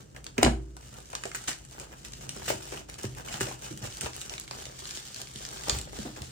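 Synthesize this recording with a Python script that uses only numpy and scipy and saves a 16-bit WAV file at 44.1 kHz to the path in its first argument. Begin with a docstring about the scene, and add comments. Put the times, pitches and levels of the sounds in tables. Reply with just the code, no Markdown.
"""Handling a plastic mailer bag

A plastic bag is tugged open and turned over by hand in a small room, close to a stereo microphone.
Thin film buckles in sudden steps: tiny creases make a steady crinkle, big ones snap alone or in runs.
Taut film pops, stiff folds knock, slack panels flop and a finger squeaks once by stick-slip friction.
Pops and flops excite the room's low modes. Signal pairs are sum and difference until the final mix."""
import sys
import numpy as np
from scipy import signal
from scipy.fft import rfft, irfft
from scipy.io import wavfile

SR = 44100
rng = np.random.default_rng(int(sys.argv[2]) if len(sys.argv) > 2 else 0)


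def master(y):
    """Save y as 16-bit WAV."""
    cut = np.clip(np.atleast_2d(y).T, -1, 1)
    pcm = np.round(cut * 32767)  # scale
    wavfile.write(sys.argv[1], SR, pcm.astype(np.int16))


N = 278271
TIME = np.arange(N) / SR

# Tugs, squeezes and turns of the hands: t/s, duration/s, crinkle level/dB, rustle level/dB
HAND_STROKES = [(0.0, 0.0028, -45, -42), (0.142, 0.034, -55, -47), (0.254, 0.018, -64, -43.5),
                (0.367, 0.069, -71, -37.5), (0.785, 0.12, -54.5, -57.5), (0.922, 0.063, -50.5, -46.5),
                (1.083, 0.15, -54.5, -53), (1.233, 0.049, -42.5, -64), (1.35, 0.13, -48, -68),
                (1.474, 0.04, -34, -45), (1.71, 0.11, -47.5, -53), (1.776, 0.07, -52, -43),
                (1.907, 0.029, -60, -47), (2.041, 0.02, -47.5, -48), (2.202, 0.3, -51.5, -50.5),
                (2.41, 0.18, -45, -69), (2.455, 0.053, -34, -43), (2.6, 0.11, -44, -49),
                (2.707, 0.1, -45, -43.5), (2.883, 0.065, -49.5, -46), (2.981, 0.072, -42, -45.5),
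                (3.16, 0.046, -45, -41.5), (3.245, 0.28, -41.5, -43.5), (3.61, 0.079, -45.5, -45.5),
                (3.69, 0.051, -48.5, -65), (3.814, 0.056, -40.5, -40), (3.887, 0.11, -46, -53),
                (4.005, 0.06, -35.5, -42.5), (4.138, 0.13, -47.5, -51.5), (4.3, 0.056, -41.5, -47),
                (4.503, 0.12, -47, -47.5), (4.66, 0.08, -62, -48.5), (4.785, 0.085, -46.5, -50.5),
                (4.854, 0.15, -44, -51.5), (5.013, 0.068, -47.5, -65), (5.153, 0.061, -47, -48),
                (5.342, 0.15, -50, -54.5), (5.504, 0.29, -45.5, -48), (5.653, 0.098, -42, -45),
                (5.92, 0.11, -47.5, -49), (6.042, 0.06, -50.5, -47.5), (6.158, 0.074, -52, -46.5)]
# Faint crinkle under the holding fingers: t/s, level/dB
GRIP_LEVEL = [(0.0, -59), (0.09, -65), (0.2, -64), (0.73, -65), (0.9, -59.5), (1.4, -48), (1.63, -58),
              (2.4, -51), (2.86, -64), (3.13, -54.5), (3.4, -52), (4.3, -51), (5.4, -50), (6.3, -52.5)]


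def handling(attack_s=0.0066, release_s=0.014, grip_rustle_db=-5.0):
    """Incoherent addition: grip and strokes sum in power to give the crinkle and rustle envelopes."""
    power = from_db(in_time(GRIP_LEVEL) + np.array([[0], [grip_rustle_db]])) ** 2
    t = TIME[:SR]
    for start, duration, crinkle_db, rustle_db in HAND_STROKES:
        shape = np.minimum(t / attack_s, 1) * np.exp(-np.maximum(t - duration, 0) / release_s)
        add(power, start, (from_db([[crinkle_db], [rustle_db]]) * shape) ** 2)
    return np.sqrt(power)


# Spectra of small creases and of broad folds: f/Hz, relative level/dB
CRINKLE_SPECTRUM = [(200, -1), (700, -13), (1500, 1.5), (2300, 1), (3000, 4.5), (4500, 4), (8000, 3.5),
                    (10000, 5.5), (13000, -8.5), (16000, -16)]
RUSTLE_SPECTRUM = [(100, -46), (250, -4.5), (450, 0.5), (750, 2.5), (1200, -4.5), (2000, -5.5),
                   (5000, -24.5)]


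def crinkle(crinkle_envelope, rustle_envelope, rustle_db=-4.0):
    """Buckling noise: small creases crackle brightly, broad folds rustle lower, as the hands work."""
    small = creases(per_s=2600, spread_db=3.5, clump_db=4.5, ring_s=0.0009, patches=20)
    bright = flex(colour(small, CRINKLE_SPECTRUM))
    broad = creases(per_s=1200, spread_db=5.0, clump_db=1.0, ring_s=0.0015, patches=10)
    dull = colour(broad, RUSTLE_SPECTRUM)
    return crinkle_envelope * bright + rustle_envelope * from_db(rustle_db) * dull


def creases(per_s, spread_db, clump_db, ring_s, patches):
    """Shot noise: clumps of very unequal buckling impulses ring several patches of film; unit rms."""
    buckles = rng.random(N) < per_s * from_db(clump_db * drift(70)) / SR
    sizes = from_db(spread_db * np.minimum(rng.exponential(1, N), 4.5)) * rng.choice([-1, 1], N)
    patch = rng.integers(0, patches, N)
    impulses = (buckles * sizes)[None]
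    return unit_rms(sum(convolve(impulses * (patch == k), burst(ring_s, 256)) for k in range(patches)))


def flex(sound, span_hz=(1400, 6300), swing_db=0.5, per_s=14, q=5.0):
    """Time-varying resonance: broad peaks swell and fade as the film changes shape; unit rms."""
    for hz in np.geomspace(*span_hz, 7):
        sound = resonate(sound, hz, q, swing_db * drift(per_s))
    return unit_rms(sound)


# The biggest creases flipping: t/s, level/dB, panel f/Hz, treble lift/dB
BIG_SNAPS = [(0.163, -32, 2100, -15), (0.243, -34, 5000, 6), (0.266, -25.5, 3580, -29),
             (0.3808, -17.5, 2250, -1), (0.4288, -16, 1500, 4), (0.4312, -7.5, 4350, 7.5),
             (0.448, -12.5, 4200, -16), (0.4621, -37, 725, -20), (0.767, -35.5, 710, 7),
             (1.1302, -30.5, 1400, 2), (1.152, -20.5, 4640, 1), (1.2365, -22.5, 1700, -21),
             (1.254, -22.5, 554, -10), (1.316, -30, 1900, -12), (1.3478, -23.5, 2000, 2),
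             (1.3525, -24.5, 2070, 7), (1.4762, -29, 4160, 8), (1.5153, -27, 2020, -10),
             (1.5311, -29.5, 4550, -10), (1.7988, -34, 4000, 9.5), (2.049, -31.5, 2760, 4),
             (2.135, -29.5, 5500, -5), (2.2924, -26, 4200, 9), (2.365, -37, 477, 11), (2.449, -36, 5100, 2),
             (2.4812, -30, 3000, 0), (2.507, -27.5, 620, 8), (2.373, -32.5, 4000, -10),
             (2.7738, -29.5, 2920, -16), (2.8984, -32.5, 4130, 7), (2.9416, -34, 3930, 5),
             (3.033, -35, 5000, 16), (3.184, -34, 1880, 4), (3.285, -28.5, 1910, -13),
             (3.341, -24.5, 2970, -19), (3.4079, -20.5, 1500, 4), (3.4139, -26, 5900, 12),
             (3.43, -27, 6070, 0), (3.4683, -25, 480, -17), (3.5135, -29, 810, -18),
             (3.775, -35, 4320, 11.5), (3.8257, -33, 5000, -6), (3.912, -39, 4060, -14),
             (3.9249, -33, 4500, -15), (3.9706, -31, 4900, 3), (4.01, -26.5, 3200, 14),
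             (4.016, -28.5, 1740, 5), (4.06, -25, 2900, -15), (4.1333, -33, 4060, -10),
             (4.1647, -35, 3800, 14), (4.2148, -27, 3670, 6), (4.296, -26, 5000, -18),
             (4.338, -27, 4300, -12), (4.38, -27.5, 2920, -17), (4.3985, -37, 4650, 20.5),
             (4.4115, -33.5, 5230, 1), (4.478, -32.5, 2730, -12), (4.5106, -27, 4200, -15),
             (4.5155, -41, 3200, -18), (4.6547, -30, 4140, 4), (4.667, -34, 3270, -8),
             (4.8547, -29, 4140, -14), (4.9088, -28.5, 4240, -20), (4.973, -29.5, 4400, -6),
             (5.145, -32, 5030, 9), (5.1615, -30.5, 4040, -15.5), (5.2162, -29.5, 4620, 11.5),
             (5.272, -35, 3220, -10), (5.3592, -30.5, 4220, 3), (5.451, -29, 4560, 4),
             (5.4645, -34, 4630, 6), (5.489, -34, 5000, 7), (5.571, -33.5, 3630, -17),
             (5.636, -31, 5000, 5), (5.684, -28, 5000, 10), (5.6964, -12, 4700, -11),
             (5.7875, -30.5, 2950, 10), (5.814, -36, 4600, 14), (5.988, -28.5, 450, -19),
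             (6.163, -37, 2160, 6), (6.2196, -33, 4120, 11.5)]
# Spectrum of a crease's tick: f/Hz, relative level/dB
TICK_SPECTRUM = [(200, -2.5), (700, -8.5), (1600, 3), (3000, 3.5), (5000, 1.5), (8000, 3), (10000, 0.5),
                 (13000, -17.5), (16000, -37)]


def snaps(rows, tick_db=-2.0, top_db=6.0, panel_db=0.5, tight_hz=4500, db_per_octave=3.5):
    """Snap-through buckling: a crease ticks and shakes its panel, a tight one more than a slack one."""
    ticks, panels = np.zeros((2, 2, N))
    for start, db, hz, lift_db in rows:
        body = burst(decay_s=0.0017)
        body *= rise(TIME[:body.shape[1]], rise_s=0.00028)
        top = from_db(lift_db + top_db) * highpass(burst(decay_s=0.00056), hz=9500)
        add(ticks, start, from_db(db + tick_db) * (body + top))
        ring_db = db + panel_db - db_per_octave * np.log2(tight_hz / hz)
        add(panels, start, from_db(ring_db) * panel(hz, cycles=4.26, spread=0.233))
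    return colour(ticks, TICK_SPECTRUM) + panels


def snap_edges(edge_db=-14.0):
    """Direct sound: the bright edge of a big snap reaches both channels at once, dry and centred."""
    out = np.zeros((1, N))
    for start, db, _, lift_db in BIG_SNAPS:
        add(out, start, from_db(db + lift_db + edge_db) * burst(decay_s=0.00015)[:1])
    return highpass(out, hz=8500)


def stray_snaps(crinkle_envelope, per_s=7.8, above_db=15, spread_db=4.5, max_db=-44.5, lift_db=12):
    """Poisson process: rows of lesser snaps at random times, scaled to the crinkle around them."""
    wait, pitch, size = rng.random((3, 160))
    times = np.cumsum(-np.log(1 - wait)) / per_s
    crinkle_db = 20 * np.log10(np.interp(times, TIME, crinkle_envelope))
    levels = np.minimum(crinkle_db + above_db + spread_db * (2 * size - 1), max_db)
    panel_hz = np.interp(pitch, [0, 1], [1500, 5000])
    return [(start, db, hz, lift_db) for start, db, hz in zip(times, levels, panel_hz) if start < TIME[-1]]


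# Runs of creases giving way: t/s, level/dB, decay time/s, treble lift/dB
CREASE_RUNS = [(0.425, -30, 0.0027, -20), (0.452, -31, 0.0033, -20), (0.458, -39, 0.011, -18),
               (1.357, -42, 0.0095, -2), (1.478, -30, 0.018, -16), (2.483, -30, 0.044, -6),
               (3.315, -38.5, 0.066, -12), (3.4, -40, 0.014, -10), (3.408, -36, 0.038, -8),
               (5.695, -23, 0.0055, -15), (5.703, -40, 0.073, -5)]


def crumples():
    """Avalanche: one crease trips its neighbours in a dying run of clicks; tight film adds a sizzle."""
    envelopes, t = np.zeros((2, N)), TIME[:16384]
    for start, db, decay_s, lift_db in CREASE_RUNS:
        shape = rise(t, rise_s=0.00068) * np.exp(-(t / decay_s) ** 2)
        add(envelopes, start, from_db([[db], [db + lift_db]]) * shape)
    run, sizzle = envelopes
    clicks = creases(per_s=5400, spread_db=3.5, clump_db=6.5, ring_s=0.00031, patches=20)
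    return run * colour(clicks, TICK_SPECTRUM) + sizzle * highpass(clicks, hz=11000)


# Taut film letting go: t/s, level/dB, f/Hz, leftward bias/dB
FILM_POPS = [(0.383, -26, 514, 10), (0.429, -20, 1090, 22), (0.442, -20, 563, 10), (0.463, -18, 710, 0.5),
             (1.133, -37, 850, 20), (1.152, -40, 1400, 23), (1.254, -39.5, 577, -4), (1.35, -40, 1500, 20),
             (1.485, -35, 440, 1), (2.362, -39, 316, 0), (2.42, -38, 580, 12), (2.48, -29, 1180, 0),
             (2.502, -23.5, 590, 24), (2.723, -35, 540, 22), (2.74, -37, 710, 17), (3.039, -34.5, 745, -1),
             (3.298, -42, 890, -1), (3.342, -39, 1100, 9), (3.409, -25.5, 1590, 9), (3.485, -37.5, 580, 9),
             (3.84, -38.5, 372, -3.5), (4.033, -37.5, 368, 15), (4.064, -30.5, 1150, 8),
             (4.317, -41, 750, 6), (4.511, -37, 900, 5), (4.587, -43.5, 790, 4), (5.672, -36, 980, 5),
             (5.682, -32, 685, -5), (5.699, -29, 880, 3), (5.715, -39, 810, 9), (5.747, -38.5, 920, 17),
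             (5.873, -44, 594, 8), (5.931, -42.5, 740, 19), (6.057, -39.5, 670, 14)]
# Spectrum of the puff of air: f/Hz, relative level/dB
PUFF_SPECTRUM = [(50, -16), (120, -12), (230, -20), (400, -4), (650, -9), (850, -10), (1100, -12),
                 (2000, -12.5), (5000, -24.5), (12000, -49)]


def pops(puff_db=-2.0, lean=0.87):
    """Sudden release of tension: stretched film gives a puff of air and a hollow ring to one side."""
    puffs, rings = np.zeros((2, 2, N))
    for start, db, hz, left_db in FILM_POPS:
        ring = panel(hz, cycles=2.9, spread=0.252)
        pan = np.tanh(lean * np.log(from_db(left_db)))
        add(rings, start, from_db(db) * (ring + pan * ring[::-1]))
        add(puffs, start, from_db(db + puff_db) * burst(decay_s=0.008))
    return rings + colour(puffs, PUFF_SPECTRUM)


# Stiff folds giving way: crest t/s, level/dB, f/Hz, leftward bias/dB
FOLD_KNOCKS = [(0.4300, -4, 590, 6), (0.4445, -14, 400, -2), (0.4638, -12.5, 930, 3), (0.4800, -13, 650, 5),
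               (1.489, -40, 390, 5), (1.816, -37, 422, 9), (3.044, -26, 510, 12), (3.412, -25, 396, 2),
               (3.513, -32, 744, 2), (4.034, -27, 397, 11), (4.667, -40, 567, 5), (5.683, -25.5, 425, 15),
               (5.701, -37, 750, 2)]


def knocks(cycles=0.57, lean=0.93):
    """Pressure pulse: a stiff fold gives the air one hard push that swings back at once."""
    out, t = np.zeros((2, N)), TIME[:512] - TIME[256]
    for crest, db, hz, left_db in FOLD_KNOCKS:
        push = -np.cos(2 * np.pi * hz * t) * np.exp(-(t * hz / cycles) ** 2)
        pan = np.tanh(lean * np.log(from_db(left_db)) / 2)
        add(out, crest + t[0], from_db(db) * push * np.array([[1], [pan]]))
    return out


# Slack panels flipping over: t/s, level/dB, first f/Hz, final f/Hz, slackening time/s, decay time/s
PANEL_FLOPS = [(0.38, -20.5, 416, 237, 0.0029, 0.019), (0.386, -30, 200, 105, 0.0038, 0.02),
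               (0.427, -16.5, 475, 306, 0.0012, 0.018), (0.440, -17, 338, 207.5, 0.0059, 0.015),
               (0.443, -18, 302, 61, 0.0027, 0.021), (0.463, -22, 300, 133, 0.0023, 0.012),
               (0.464, -14.5, 332, 240, 0.002, 0.017), (2.544, -33.5, 500, 94, 0.0035, 0.021),
               (3.042, -24, 660, 99, 0.0027, 0.02), (3.342, -32.5, 400, 137, 0.0026, 0.013),
               (3.409, -25.5, 490, 111, 0.0034, 0.022), (3.709, -29, 410, 297, 0.0037, 0.011),
               (3.725, -25.5, 258, 132, 0.0031, 0.004), (3.825, -34, 261, 100, 0.0051, 0.038),
               (4.033, -32, 400, 74.6, 0.0035, 0.023), (5.355, -32.5, 603, 137, 0.0037, 0.0061),
               (5.719, -24, 250, 70.4, 0.0014, 0.013), (5.764, -26.5, 200, 67.6, 0.0028, 0.023),
               (5.987, -24, 576, 187, 0.0039, 0.0085), (6.21, -33, 298, 75, 0.0032, 0.022)]


def flops():
    """Membrane vibration: the pitch of a flipped panel falls as the tension leaves it."""
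    out, t = np.zeros((2, N)), TIME[:8192]
    for start, db, first_hz, final_hz, slacken_s, decay_s in PANEL_FLOPS:
        hz = final_hz + (first_hz - final_hz) * np.exp(-t / slacken_s)
        phase = 2 * np.pi * np.cumsum(hz) / SR
        swing = from_db(db) * rise(t, rise_s=0.0025) * np.exp(-t / decay_s)
        # the difference channel follows the pressure slope
        add(out, start, swing * np.array([np.sin(phase), np.cos(phase) / 2]))
    return colour(out, [(22, -40), (38, -4), (55, -0.5)], keep_power=False)


# A finger sliding over the film: t/s, f/Hz, level/dB, duration/s
FINGER_SQUEAKS = [(6.05, 300, -35.5, 0.055)]


def squeaks(overtone_db=-7.5, jitter=0.14):
    """Stick-slip friction: skin catches on the film for a few uneven cycles of three harmonics."""
    out = np.zeros((2, N))
    for start, hz, db, duration in FINGER_SQUEAKS:
        t = TIME[:int(duration * SR)]
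        phase = 2 * np.pi * np.cumsum(hz * (1 + jitter * drift(290)[:len(t)])) / SR
        slips = sum(from_db(overtone_db * k) * np.sin((k + 1) * phase) for k in range(3))
        swell = np.sin(np.pi * np.sqrt(t / duration))
        add(out[:1], start, from_db(db) * swell * slips)
    return out


# How tightly the bag is bunched: t/s, tightness (0 to 1)
TIGHTNESS = [(1.7, 0.6), (2.3, 0.73), (3.5, 0.73), (4.3, 0.63), (4.6, 0)]
# Peaks and dips of the bunched bag: f/Hz, bandwidth/Hz, gain at tightness 1/dB
BAG_RESONANCES = [(1150, 130, -2), (2720, 105, -12.5), (2800, 410, 7.5), (3320, 870, -6.5),
                  (4400, 2100, -4)]


def bunch(sound):
    """Resonant filtering: the bunched bag favours some pitches and swallows others until it unfolds."""
    tightness = in_time(TIGHTNESS)
    for hz, width_hz, db in BAG_RESONANCES:
        sound = resonate(sound, hz, hz / width_hz, db * tightness)
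    return sound


def burst(decay_s, size=4096):
    """High modal density: the many damped modes of a patch of film merge into decaying noise."""
    fade = np.exp(-TIME[:size] / decay_s)
    return unit_energy(rng.standard_normal((2, size)) * fade) * np.linalg.norm(fade)


def panel(hz, cycles, spread):
    """Damped free vibration: five modes of a stretch of film, near hz, fall to 1/e over `cycles`."""
    t = TIME[:4096]
    modes_hz = hz * np.exp(spread * rng.standard_normal((5, 1)))
    phases = rng.uniform(0, 2 * np.pi, (2, 5, 1))
    fade = np.exp(-t * hz / cycles) * rise(t, rise_s=1 / (np.pi * hz))
    ring = np.sin(2 * np.pi * modes_hz * t + phases).sum(axis=1) * fade
    return unit_energy(ring) * np.linalg.norm(fade)


# Reverberation time of the room: f/Hz, T60/s
REVERB_TIMES = [(100, 0.13), (400, 0.19), (1000, 0.28), (4000, 0.23), (12000, 0.25)]


def reflections(size=32768):
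    """Diffuse decay: close walls give a dense, short tail, each band dying at its own rate."""
    t, hz = TIME[:size], np.fft.rfftfreq(size, 1 / SR)
    white, tail = rfft(rng.standard_normal((2, size))), 0
    edges_hz = [0, 200, 600, 1500, 3500, 8000, SR / 2]
    for low, high in zip(edges_hz, edges_hz[1:]):
        band = irfft(white * ((hz >= low) & (hz < high)))
        t60 = at_hz(REVERB_TIMES, (low + high) / 2)
        tail = tail + band * from_db(-60 * t / t60)
    return unit_energy(tail * rise(t, rise_s=0.00015))


def reverberation(sound, wet_db=-4.0, bass_db=-9.5, treble_db=-12.0, places=5):
    """Reflection paths depend on position, so they change as the sound wanders over the bag."""
    shares = np.array([drift(60) for _ in range(places)])
    shares /= np.linalg.norm(shares, axis=0)
    wet = sum(convolve(sound * share, reflections()) for share in shares)
    spectrum = [(150, bass_db), (500, wet_db), (8500, wet_db), (11000, treble_db)]
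    return colour(wet, spectrum, keep_power=False)


# Low modes of the room: f/Hz, relative level/dB, T60/s
STANDING_WAVES = [(58.3, -5.5, 0.73), (126.1, -2.5, 0.4), (210.2, -1.5, 0.25), (235.3, -8.5, 0.28),
                  (307, -12.5, 0.69), (329.4, -10.5, 0.64), (384, -8.5, 0.6)]


def room_modes(sound, modes_db=-47.5):
    """Standing waves: in the bass the room rings on at a few separate frequencies."""
    t = TIME[:32768]
    boom = sum(from_db(db + modes_db - 60 * t / t60) * np.cos(2 * np.pi * hz * t)
               for hz, db, t60 in STANDING_WAVES)
    return convolve(sound, boom[None])


# Rumble as the bag shifts in the hands: t/s, level/dB
SHIFTING_LEVEL = [(0.0, -50), (1.05, -53), (1.85, -53), (2.3, -46), (2.65, -53.5), (3.2, -49),
                  (4.35, -53.5), (4.8, -53.5), (5.35, -53), (5.95, -47), (6.3, -50)]
# Spectrum of the moving air: f/Hz, relative level/dB
RUMBLE_SPECTRUM = [(20, -21), (36, -18), (52, -2.5), (62, -7.5), (80, -4), (100, -14.5), (125, 2),
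                   (170, -10.5), (260, -14), (500, -19.5), (2000, -63)]


def rumble(rustle_envelope, sway_db=-7.5, stir_db=-17.5, settle_s=0.072):
    """Air displacement: the shifting bag, its broad folds and each flop add power to a low noise."""
    power = from_db(in_time(SHIFTING_LEVEL)) ** 2 + (from_db(sway_db) * rustle_envelope[None]) ** 2
    for start, db, *_ in PANEL_FLOPS:
        add(power, start, (from_db(db + stir_db) * np.exp(-TIME[:SR] / settle_s)) ** 2)
    return np.sqrt(power) * colour(rng.standard_normal((2, N)), RUMBLE_SPECTRUM)


# Spectrum of the quiet room: f/Hz, relative level/dB
AMBIENCE_SPECTRUM = [(20, -36.5), (55, 10.5), (130, -25), (280, -20), (600, -28), (1500, -21),
                     (3000, -35.5), (8000, -24.5), (16000, -54)]


def ambience(level_db=-58.0):
    """Stationary noise: the steady, bass-heavy quiet of the room."""
    return from_db(level_db) * colour(rng.standard_normal((2, N)), AMBIENCE_SPECTRUM)


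# Tone of the stereo sum and difference: f/Hz, gain/dB
# The centre drops out around 10-13 kHz, so the top treble sounds wide.
MID_TONE = [(25, -9.5), (50, -1), (1000, -3.5), (7500, -3), (9200, -9), (10600, -30.5), (12300, -49),
            (13800, 5.5), (16000, -4.5)]
SIDE_TONE = [(60, -15.5), (130, -13), (280, -7.5), (450, -2), (750, -2.5), (1100, 0.5), (1600, -5.5),
             (3100, -5), (5000, -2.5), (7500, -2), (10000, -2), (15000, 5)]


def stereo(field, centred):
    """Mid-side stereo: sum and difference become left and right; `centred` joins the sum unfiltered."""
    mid = colour(field[:1], MID_TONE, keep_power=False) + centred
    side = colour(field[1:], SIDE_TONE, keep_power=False)
    return np.vstack([mid + side, mid - side])


def from_db(db):
    """Decibels to amplitude ratio."""
    return 10 ** (np.asarray(db) / 20)


def unit_rms(x):
    """Normalise to unit mean power."""
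    return x / np.sqrt(np.mean(x ** 2) + 1e-20)


def unit_energy(x):
    """Normalise each channel to unit energy."""
    return x / np.linalg.norm(x, axis=1, keepdims=True)


def rise(t, rise_s):
    """Exponential approach from 0 to 1."""
    return 1 - np.exp(-t / rise_s)


def drift(per_s):
    """Random wander: straight lines between per_s Gaussian values a second."""
    knots = rng.standard_normal(8192)
    return np.interp(TIME * per_s, np.arange(len(knots)), knots)


def in_time(curve):
    """Linear interpolation of a curve at every sample."""
    return np.interp(TIME, *np.transpose(curve))


def at_hz(curve, hz):
    """Interpolation on a log-frequency axis."""
    f, value = np.transpose(curve)
    return np.interp(np.log(np.maximum(hz, 1)), np.log(f), value)


def add(out, start, sound):
    """Superposition of a short sound from `start` seconds on."""
    i = max(round(start * SR), 0)
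    out[:, i:i + sound.shape[-1]] += sound[..., :N - i]


def convolve(x, response):
    """Convolution with an impulse response, cut to the scene's length."""
    return signal.oaconvolve(x, response, axes=-1)[:, :N]


def highpass(x, hz):
    """Second-order high-pass filter."""
    return signal.lfilter(*signal.butter(2, hz, "high", fs=SR), x)


def resonate(x, hz, q, gain_db):
    """Second-order resonance that lifts or cuts one band."""
    return x + (from_db(gain_db) - 1) * signal.lfilter(*signal.iirpeak(hz, q, fs=SR), x)


def colour(x, spectrum, keep_power=True, size=4096):
    """Minimum-phase filter with the given spectrum; folding the cepstrum makes it causal."""
    gain = from_db(at_hz(spectrum, np.fft.rfftfreq(size, 1 / SR)))
    cepstrum = irfft(np.log(gain))
    cepstrum[1:size // 2] *= 2
    cepstrum[size // 2 + 1:] = 0
    response = irfft(np.exp(rfft(cepstrum)))[None]
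    return convolve(x, unit_energy(response) if keep_power else response)


def scene(close_to_room_db=-3.0):
    """Direct plus reverberant field: knocks and flops face the microphone and so sound drier."""
    crinkle_envelope, rustle_envelope = handling()
    film = crinkle(crinkle_envelope, rustle_envelope) + crumples() + pops() + squeaks()
    film = bunch(film + snaps(BIG_SNAPS + stray_snaps(crinkle_envelope)))
    close = knocks() + flops()
    into_room = film + from_db(close_to_room_db) * close
    room = reverberation(into_room) + room_modes(into_room)
    field = film + close + room + rumble(rustle_envelope) + ambience()
    return stereo(field, centred=snap_edges())


def record(dry, ceiling=0.95, cutoff_hz=16500):
    """Soft saturation rounds the highest peaks, and a steep low-pass filter cuts the top."""
    lowpass = signal.ellip(10, 0.1, 80, cutoff_hz, fs=SR, output="sos")
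    return signal.sosfilt(lowpass, ceiling * np.tanh(dry / ceiling))


dry = scene()
out = record(dry)
master(out)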